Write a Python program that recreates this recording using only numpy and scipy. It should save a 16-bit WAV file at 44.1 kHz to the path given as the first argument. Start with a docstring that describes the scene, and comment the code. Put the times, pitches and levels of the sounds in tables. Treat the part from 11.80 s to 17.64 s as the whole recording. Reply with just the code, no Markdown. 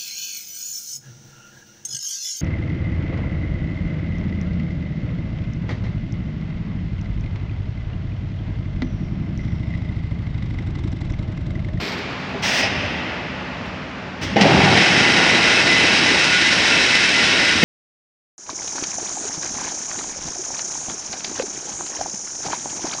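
"""A large factory hall, motors droning all round, with a pellet bagging machine up close.
A plastic bag rustles and air valves blow off as the clamp grips it. The hopper gate clanks open
and the load drums into the empty bag. Pellets then keep rattling down the steel chute and set it
ringing, while the growing heap deadens the bag."""
import sys
import numpy as np
from scipy import signal
from scipy.fft import rfft, irfft
from scipy.io import wavfile
from scipy.ndimage import uniform_filter1d, minimum_filter1d

SR = 44100
rng = np.random.default_rng(int(sys.argv[2]) if len(sys.argv) > 2 else 0)


def persist_wave(psi):
    """Save psi, clipped to +-1, as 16-bit WAV."""
    counts = np.round(np.clip(psi, -1, 1) * 32767).astype(np.int16)
    wavfile.write(sys.argv[1], SR, np.atleast_2d(counts).T)


N = 257544
TIME = np.arange(N) / SR
GATE_OPEN_S = 2.561


def from_db(db):
    """Decibels to gain."""
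    return 10 ** (np.asarray(db) / 20)


def unit_rms(x):
    """Scale to an rms of 1."""
    return x / np.sqrt(np.mean(x ** 2) + 1e-20)


def at_hz(points, hz):
    """Read a curve on a log-frequency axis."""
    freqs, values = np.transpose(points)
    return np.interp(np.log(np.maximum(hz, 1)), np.log(freqs), values)


def noise():
    """White noise."""
    return rng.standard_normal(N)


def drift(rate_hz):
    """Smooth random modulation with a spread of about 1."""
    step, warm_up = 40, 2000
    pole = np.exp(-2 * step * np.pi * rate_hz / SR)
    white = rng.standard_normal(N // step + warm_up + 2)
    slow = signal.lfilter([1], [1, -2 * pole, pole * pole], white)[warm_up:]
    return np.interp(np.arange(N) / step, np.arange(len(slow)), unit_rms(slow))


def colour(x, spectrum):
    """Minimum-phase EQ, so nothing rings ahead of a hit; rms 1."""
    size = 8192
    gains = from_db(at_hz(spectrum, np.fft.rfftfreq(size, 1 / SR)))
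    cepstrum = irfft(np.log(gains))
    cepstrum[1:size // 2] *= 2
    cepstrum[size // 2 + 1:] = 0
    impulse = irfft(np.exp(rfft(cepstrum)))
    return unit_rms(signal.fftconvolve(x, impulse)[:N])


def resonate(x, modes):
    """Parallel resonators of alternating polarity, each at its own level; rms 1 in all."""
    out = 0
    for k, (hz, width, db) in enumerate(modes):
        pole = np.exp(-np.pi * width / SR)
        ring = signal.lfilter([1, 0, -1], [1, -2 * pole * np.cos(2 * np.pi * hz / SR), pole * pole], x)
        out = out + (-1) ** k * from_db(db) * unit_rms(ring)
    return unit_rms(out)


def treble_shelf(x, lift_db, corner_hz):
    """Gentle boost or cut above the corner."""
    low = signal.sosfilt(signal.butter(1, corner_hz, fs=SR, output="sos"), x)
    return low + from_db(lift_db) * (x - low)


def burst(start, rise, hold, decay):
    """Attack and decay envelope in seconds; the hold counts from the start."""
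    age = TIME - start
    return np.clip(age / rise, 0, 1) * np.exp(-np.maximum(age - hold, 0) / decay)


def fade_in(rise_s):
    """Linear fade up from the moment the gate opens."""
    return np.clip((TIME - GATE_OPEN_S) / rise_s, 0, 1)


def settle(first, last, lag_s):
    """Glide from one value towards another once the gate is open."""
    return last + (first - last) * np.exp(-np.maximum(TIME - GATE_OPEN_S, 0) / lag_s)


def impacts(per_s, spread_db):
    """Clicks of random timing, strength and polarity."""
    sizes = from_db(spread_db * np.minimum(rng.exponential(1, N), 4.5)) * rng.choice([-1, 1], N)
    return sizes * (rng.random(N) < per_s / SR)


def housing(x, reflect_db, decay_s):
    """Steel panels close by add a dense, very short echo that ripples the spectrum; rms 1."""
    age = TIME[:SR // 10]
    tail = rng.standard_normal(len(age)) * np.exp(-age / decay_s) * (age > .001)
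    echo = signal.fftconvolve(x, tail / np.sqrt(np.sum(tail ** 2)))[:N]
    return unit_rms(x + from_db(reflect_db) * echo)


def hall(x):
    """Diffuse reverb: each octave dies at its own rate, and the far walls return little treble."""
    # Each row: frequency in Hz, seconds to fall by 60 dB.
    reverb_times = [(100, 4.5), (700, 5.4), (2000, 4.2), (4000, 2.34), (8000, 0.4), (15000, 0.22)]
    age = TIME[:3 * SR]
    edges = np.geomspace(60, 16000, 9)
    tail = 0
    for low, high in zip(edges, edges[1:]):
        octave = signal.butter(2, [low, high], "band", fs=SR, output="sos")
        band = signal.sosfilt(octave, rng.standard_normal(len(age)))
        tail = tail + band * np.exp(-np.log(1000) * age / at_hz(reverb_times, np.sqrt(low * high)))
    tail = tail * np.clip(age / 0.024, 0, 1)
    echo = signal.fftconvolve(x, tail / np.sqrt(np.sum(tail ** 2)))[:N]
    return treble_shelf(echo, lift_db=-12.5, corner_hz=4500)


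def machinery(start_db=-28.5, settled_db=-32, ease_s=2.2, waver_db=2.0, wander_hz=1.99):
    """Fans and motors: a bed of roar that eases to a steady level, with wavering tones."""
    # EQ of the roar. Each row: frequency in Hz, relative level in dB.
    roar_eq = [(25, -55), (40, -14), (55, -5), (80, -3), (250, -2.5), (370, -9.5), (630, -10.5),
               (1100, -11), (2600, -14), (3700, -23.5), (5200, -27.5), (7000, -39.5), (9000, -59),
               (14000, -100)]
    # Each row: pitch in Hz, rms level in dB.
    motor_tones = [(156.1, -45), (188.4, -41), (250, -44), (535, -54), (640.6, -53), (842, -53),
                   (1412, -55), (1523, -54)]
    eased = np.minimum(TIME / ease_s, 1) ** 2
    roar = from_db(start_db + (settled_db - start_db) * eased) * colour(noise(), roar_eq)
    hum = 0
    for hz, db in motor_tones:
        level = from_db(db + waver_db * drift(7.4))
        cycles = np.cumsum(hz + wander_hz * drift(3.94)) / SR
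        hum = hum + level * np.sin(2 * np.pi * cycles)
    return roar + np.sqrt(2) * hum


def groan(hz=594, width_hz=6, level_db=-36.5):
    """A hollow note swells in the machine after the clamp has closed and slowly dies away."""
    note = resonate(noise(), [(hz, width_hz, 0)])
    return from_db(level_db) * note * burst(start=0.67, rise=0.26, hold=0.26, decay=0.53)


def frame():
    """The frame shudders when a cylinder strokes or the load lands."""
    # EQ of the rumble. Each row: frequency in Hz, relative level in dB.
    rumble_eq = [(28, -51), (55, 1), (90, 11), (140, -6), (300, 0.5), (450, -14), (610, -11.5), (1100, -30),
                 (2500, -89)]
    # Each row: start in seconds, level in dB, rise and decay in seconds.
    shudders = [(.9, -29, 0.021, 0.35), (2.41, -25, 0.0064, 0.12), (2.68, -21, 0.089, 0.056),
                (5.74, -33, 0.021, 0.064)]
    envelope = sum(from_db(db) * burst(s, rise, rise, decay) for s, db, rise, decay in shudders)
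    return colour(noise(), rumble_eq) * envelope


def plastic(ring_hz=2160, ring_width_hz=90, ring_db=-14.0):
    """The film crackles in dense little snaps, with a faint ring, as a bag is handled."""
    # EQ of the crackle. Each row: frequency in Hz, relative level in dB.
    film_eq = [(250, -5), (400, 10.5), (600, -7.5), (900, -17), (1250, -11.5), (2100, 5), (3400, 1),
               (4200, 2.5), (5300, -1.5), (6200, -12), (7800, -16.5), (10500, -35), (12600, -21),
               (15500, -34)]
    # Each row: start and length in seconds, level in dB.
    rustles = [(0, 0.096, -30), (0.117, 0.029, -36), (0.176, 0.018, -38.5), (0.294, 0.026, -46),
               (0.387, .02, -47), (.49, 0.022, -47), (1.856, 0.011, -43.5)]
    snaps = colour(impacts(7000, spread_db=4.0), film_eq)
    crackle = unit_rms(snaps + from_db(ring_db) * resonate(snaps, [(ring_hz, ring_width_hz, 0)]))
    return crackle * sum(from_db(db) * burst(s, 0.0017, length, 0.021) for s, length, db in rustles)


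def air_valves(ports_db=-4.0, flutter_db=0.5, whistle_db=-24):
    """Jets of compressed air excite the valve ports; a valve whistles as the first blast runs out."""
    # EQ of the escaping air. Each row: frequency in Hz, relative level in dB.
    hiss_eq = [(300, -3.5), (720, 1), (1170, -6.5), (1900, 2.5), (2300, -0.5), (2750, 2), (4300, -5),
               (5200, -7.5), (6000, -8), (7300, -19), (8900, -22.5), (9600, -29.5), (10700, -48.5),
               (11900, -32), (13500, -35), (15200, -28)]
    # Resonances of ports and whistle. Each row: pitch and width in Hz, relative level in dB.
    port_modes = [(2030, 240, 4.5), (2650, 210, 1.5), (2900, 260, -3.5), (3190, 90, -9), (4810, 180, -3),
                  (5300, 130, -0.5), (5900, 200, -4), (6600, 80, -14), (8250, 90, -20), (9260, 60, -20)]
    whistle_modes = [(2520, 90, -2.5), (5150, 110, -2)]
    # Each row: start and length in seconds, level in dB, growth in dB a second, treble lift in dB.
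    exhausts = [(0.618, 0.19, -21.5, 8.5, 1.5), (0.815, 0.049, -22.5, 6, -22),
                (2.409, 0.04, -26.5, -8, 1.5), (2.452, 0.089, -31, -15, -26)]
    hiss = housing(colour(noise(), hiss_eq), reflect_db=-25, decay_s=0.02)
    ports = from_db(ports_db) * resonate(colour(noise(), hiss_eq), port_modes)
    jet = unit_rms(hiss + ports) * from_db(flutter_db * drift(25))
    whistle = from_db(whistle_db) * resonate(colour(noise(), hiss_eq), whistle_modes)
    out = whistle * burst(start=0.815, rise=0.017, hold=0.026, decay=0.015)
    for s, length, db, growth, lift_db in exhausts:
        flow = from_db(db + growth * np.clip(TIME - s, 0, length)) * burst(s, 0.018, length, 0.013)
        out = out + flow * treble_shelf(jet, lift_db, corner_hz=4970)
    return out


def gate():
    """Each clank is a quick clatter of contacts that rings the hopper gate."""
    # Each row: pitch and width in Hz, relative level in dB.
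    gate_modes = [(181, 87, -1.5), (400, 320, -1.5), (830, 130, -7.5), (1940, 270, -5.5), (2870, 470, -5),
                  (5340, 2000, -10.5)]
    # Each row: start in seconds, level in dB, decay in seconds, treble lift in dB.
    clanks = [(2.558, -11.5, 0.029, -15), (2.606, -17, 0.014, 10), (2.65, -19, 0.058, -15),
              (5.827, -8, .03, 0)]
    # Each row: frequency in Hz, relative level in dB.
    strike_eq = [(100, 13.0), (5500, -12.5), (10000, -27), (15000, -52)]
    clatter = resonate(colour(impacts(3000, spread_db=-6.5), strike_eq), gate_modes)
    out = 0
    for s, db, decay, lift_db in clanks:
        envelope = from_db(db) * burst(s, 0.0054, 0.013, decay)
        out = out + envelope * treble_shelf(clatter, lift_db, corner_hz=2500)
    return out


def thuds(rise_s=0.0095, focus_db_per_octave=40):
    """Heavy blows ring the hopper's low modes; where a blow lands decides which mode speaks most."""
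    # Each row: pitch in Hz, relative level in dB, decay in seconds.
    hopper_modes = [(99, -5, 0.025), (159.4, -11, 0.019), (199.5, 1, 0.024), (248, 3, .012),
                    (395, -4.5, 0.033), (562, 0.5, 0.014), (660, 0, 0.023), (796, -4, 0.023)]
    # Clamp, gate and falling load. Each row: start in seconds, strength in dB, favoured pitch in Hz.
    blows = [(0.538, -26.5, 643), (0.548, -22.5, 400), (0.829, -19, 100), (0.83, -21, 645),
             (0.835, -21, 785), (0.905, -22, 100), (0.975, -21, 100), (1.035, -18, 100), (2.47, -30, 150),
             (2.514, -23, 200), (2.56, -8, 804), (2.605, -2.5, 185), (2.611, -17, 400), (2.647, -8, 600),
             (2.664, -6, 150), (2.69, -15, 400), (2.736, -16, 208), (2.766, -12, 410), (2.81, -16, 790),
             (2.827, -11, 99), (2.95, -18, 187), (5.749, -23, 254), (5.795, -20, 171), (5.829, -2, 203)]
    out = 0
    for hz, mode_db, decay in hopper_modes:
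        for s, db, pitch in blows:
            gain = from_db(db + mode_db - focus_db_per_octave * abs(np.log2(hz / pitch)))
            tone = np.sin(2 * np.pi * hz * (TIME - s))
            out = out + gain * burst(s, rise_s, rise_s, decay) * tone
    return out


def bag(empty_db=-13.5, filled_db=-26.5, fill_s=0.6, lumps_db=1.5):
    """Clumps of pellets drum on the bag; the growing heap deadens its boom."""
    # EQ of the bag, empty and part filled. Each row: frequency in Hz, relative level in dB.
    empty_eq = [(35, -63), (60, -14), (105, 4.5), (160, 10), (215, 4.5), (290, 4), (390, 3.5), (480, -6),
                (650, 1), (830, 4.5), (1000, -5), (1400, -6.5), (3000, -91.5)]
    filled_eq = [(40, -60.5), (90, -2.5), (150, -2), (320, 7.5), (450, 2.5), (580, 1.5), (860, 1.5),
                 (1100, -2.5), (1400, -4.5), (3000, -64.5)]
    emptiness = np.exp(-np.maximum(TIME - GATE_OPEN_S - .3, 0) / fill_s)
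    landing = fade_in(0.14)   # the boom builds as the load reaches the bottom
    boom = np.sqrt(emptiness * landing) * colour(impacts(4000, spread_db=1.5), empty_eq)
    patter = np.sqrt(1 - emptiness) * colour(impacts(5000, spread_db=3.0), filled_eq)
    level_db = settle(empty_db, filled_db, lag_s=1.175) + lumps_db * drift(1.2)
    return (boom + patter) * from_db(level_db)


def stray_pellets(level_db=-47):
    """At full flow single pellets hit the rim of the spout with a short tick."""
    # EQ of a tick. Each row: frequency in Hz, relative level in dB.
    tick_eq = [(1500, -8), (3000, 9), (5500, 11.5), (7500, 3), (9500, -3), (10800, -38), (12400, -6),
               (13500, -26), (16000, -51)]
    # Each row: time in seconds, relative strength in dB.
    strays = [(3.3194, -23), (3.6252, -21.5), (3.7594, -21), (4.0686, -24), (4.1594, -23), (4.3894, -21.5),
              (4.439, -17.5), (4.7394, -23), (4.791, -24), (4.8794, -19), (4.9994, -23), (5.1094, -22),
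              (5.1507, -19), (5.2194, -22), (5.288, -19), (5.6494, -20)]
    hits = np.zeros(N)
    for s, db in strays:
        hits[int(s * SR)] = from_db(db)
    return from_db(level_db) * housing(colour(hits, tick_eq), reflect_db=13.0, decay_s=0.0062)


def flow_db(full_at_s=2.98, rise_s=0.052, thin_db=-1, sag_db_per_s=-0.86):
    """Level ride of the stream on the chute: thin, then full, sagging as the hopper empties."""
    # Clumps slide down as the flow builds. Each row: centre and half length in seconds, boost in dB.
    clumps = [(2.85, 0.012, 2), (3.006, 0.12, 3)]
    thin = .5 - .5 * np.tanh((TIME - full_at_s) / rise_s)
    bumps_db = sum(db * np.exp(-((TIME - s) / half_length) ** 2) for s, half_length, db in clumps)
    return thin_db * thin + sag_db_per_s * np.maximum(TIME - full_at_s, 0) + bumps_db


def pellet_contacts(per_s, spread_db):
    """The force of wooden pellets landing, too soft for the highest treble."""
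    # Each row: frequency in Hz, relative level in dB.
    contact_eq = [(7000, 2), (9500, -2), (11000, -22), (15000, -35)]
    return colour(impacts(per_s, spread_db), contact_eq)


def chute_ring(ring_hz=2014, width_hz=3.2, ring_db=-31, wander_hz=3.45):
    """The stream keeps the chute's strongest mode singing; single ringing tones swell and fade."""
    # Each row: start and length in seconds, rms level in dB, pitch of the mode in Hz.
    ring_swells = [(2.81, 0.018, -23, 2014), (2.956, 0.032, -25, 2014), (3.044, .02, -31, 2014),
                   (3.09, 0.028, -31, 2014), (3.17, .025, -27, 2014), (3.235, 0.052, -24, 2014),
                   (3.37, 0.026, -23.5, 2014), (3.49, 0.034, -20.5, 2014), (3.58, 0.069, -31, 1394),
                   (3.622, 0.15, -30.5, 2014), (3.783, .04, -29, 2627), (3.888, 0.08, -23, 2014),
                   (4.02, 0.035, -30, 2627), (4.254, 0.05, -21.5, 2014), (4.404, 0.066, -29, 2627),
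                   (4.5, 0.058, -26, 1460), (4.632, 0.034, -21.5, 2014), (4.91, 0.033, -25, 2014),
                   (4.923, 0.092, -24, 2627), (5.12, 0.037, -25, 2014), (5.33, 0.052, -32.5, 1394),
                   (5.333, 0.045, -21.5, 2014), (5.395, 0.19, -30.5, 1869), (5.583, 0.1, -22, 2014)]
    steady = resonate(pellet_contacts(7600, spread_db=1.5), [(ring_hz, width_hz, 0)]) * fade_in(0.97)
    phase_wander = np.cumsum(wander_hz * drift(29.3)) / SR
    tones = 0
    for s, length, db, hz in ring_swells:
        envelope = from_db(db) * burst(s, rise=0.0097, hold=length, decay=0.063)
        tones = tones + envelope * np.sin(2 * np.pi * (hz * TIME + phase_wander))
    return from_db(ring_db + flow_db()) * steady + np.sqrt(2) * tones


def chute(rattle_db=-16.5, modes_db=-20.5, surge_db=0.7):
    """Thousands of pellets a second tick on the steel and keep its many modes ringing."""
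    # EQ of the ticks. Each row: frequency in Hz, relative level in dB.
    rattle_eq = [(700, -21), (1250, -10), (1500, -1), (2300, 1), (3100, -1.5), (3400, -4), (3850, -3.5),
                 (4350, -7.5), (5300, -5), (6400, -15.5), (7300, -20.5), (9300, -24.5), (10700, -56.5),
                 (12000, -85), (15000, -81)]
    # Each row: pitch and width in Hz, relative level in dB.
    steel_modes = [(1394, 4, -4), (1460, 5, 0), (1810, 36, 2), (1869, 5, -2.5), (1954, 4, -3.5),
                   (2123, 9, -2), (2250, 10, -6), (2431, 8, -3), (2491, 7, -2.5), (2578, 18, 1),
                   (2627, 9, 2.5), (2700, 25, -3), (2827, 9, -4), (2949, 10, -4.5), (3010, 30, -4),
                   (3105, 20, -5.5), (3760, 80, -2), (3900, 70, -4), (4890, 110, -6), (5270, 50, -4.5),
                   (5448, 30, -7), (6060, 110, -8), (6733, 25, -16)]
    ticks = colour(impacts(12000, spread_db=1.5), rattle_eq)
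    ticks = housing(ticks, reflect_db=-14.0, decay_s=0.0049)
    hardness_db = settle(-10.5, 2.5, lag_s=0.74)   # soft at first, while pellets fall on slack film
    arrival = fade_in(0.084)   # the first pellets need a moment to reach the wall
    rattle = from_db(rattle_db) * arrival * treble_shelf(ticks, hardness_db, corner_hz=2960)
    swell = fade_in(0.74)   # the modes build up as the stream spreads over the wall
    ringing = from_db(modes_db) * swell * resonate(pellet_contacts(9000, spread_db=2.5), steel_modes)
    return (rattle + ringing) * from_db(flow_db() + surge_db * drift(32))


def scene():
    """Mono mix on two channels; air, clanks and rustle feed the hall reverb."""
    stream = fade_in(0.0079) * (chute() + bag()) + chute_ring() + stray_pellets()
    air, clanks, rustle = air_valves(), gate(), plastic()
    echo = hall(from_db(-4.5) * air + from_db(-6.0) * clanks + from_db(-3.0) * rustle)
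    mono = machinery() + stream + air + clanks + rustle + frame() + thuds() + groan() + echo
    return np.array([mono, mono])


def record(dry):
    """Roll off the deep bass, hold the highest peaks with a fast limiter and cut the very top."""
    low_cut_hz, high_cut_hz, ceiling = 46, 15800, .92
    lean = signal.sosfilt(signal.butter(4, low_cut_hz, "high", fs=SR, output="sos"), dry)
    allowed = ceiling / np.maximum(np.abs(lean), ceiling)
    gain = uniform_filter1d(minimum_filter1d(allowed, size=129), size=129)
    return signal.sosfilt(signal.ellip(10, .1, 90, high_cut_hz, fs=SR, output="sos"), lean * gain)


dry = scene()
out = record(dry)
persist_wave(out)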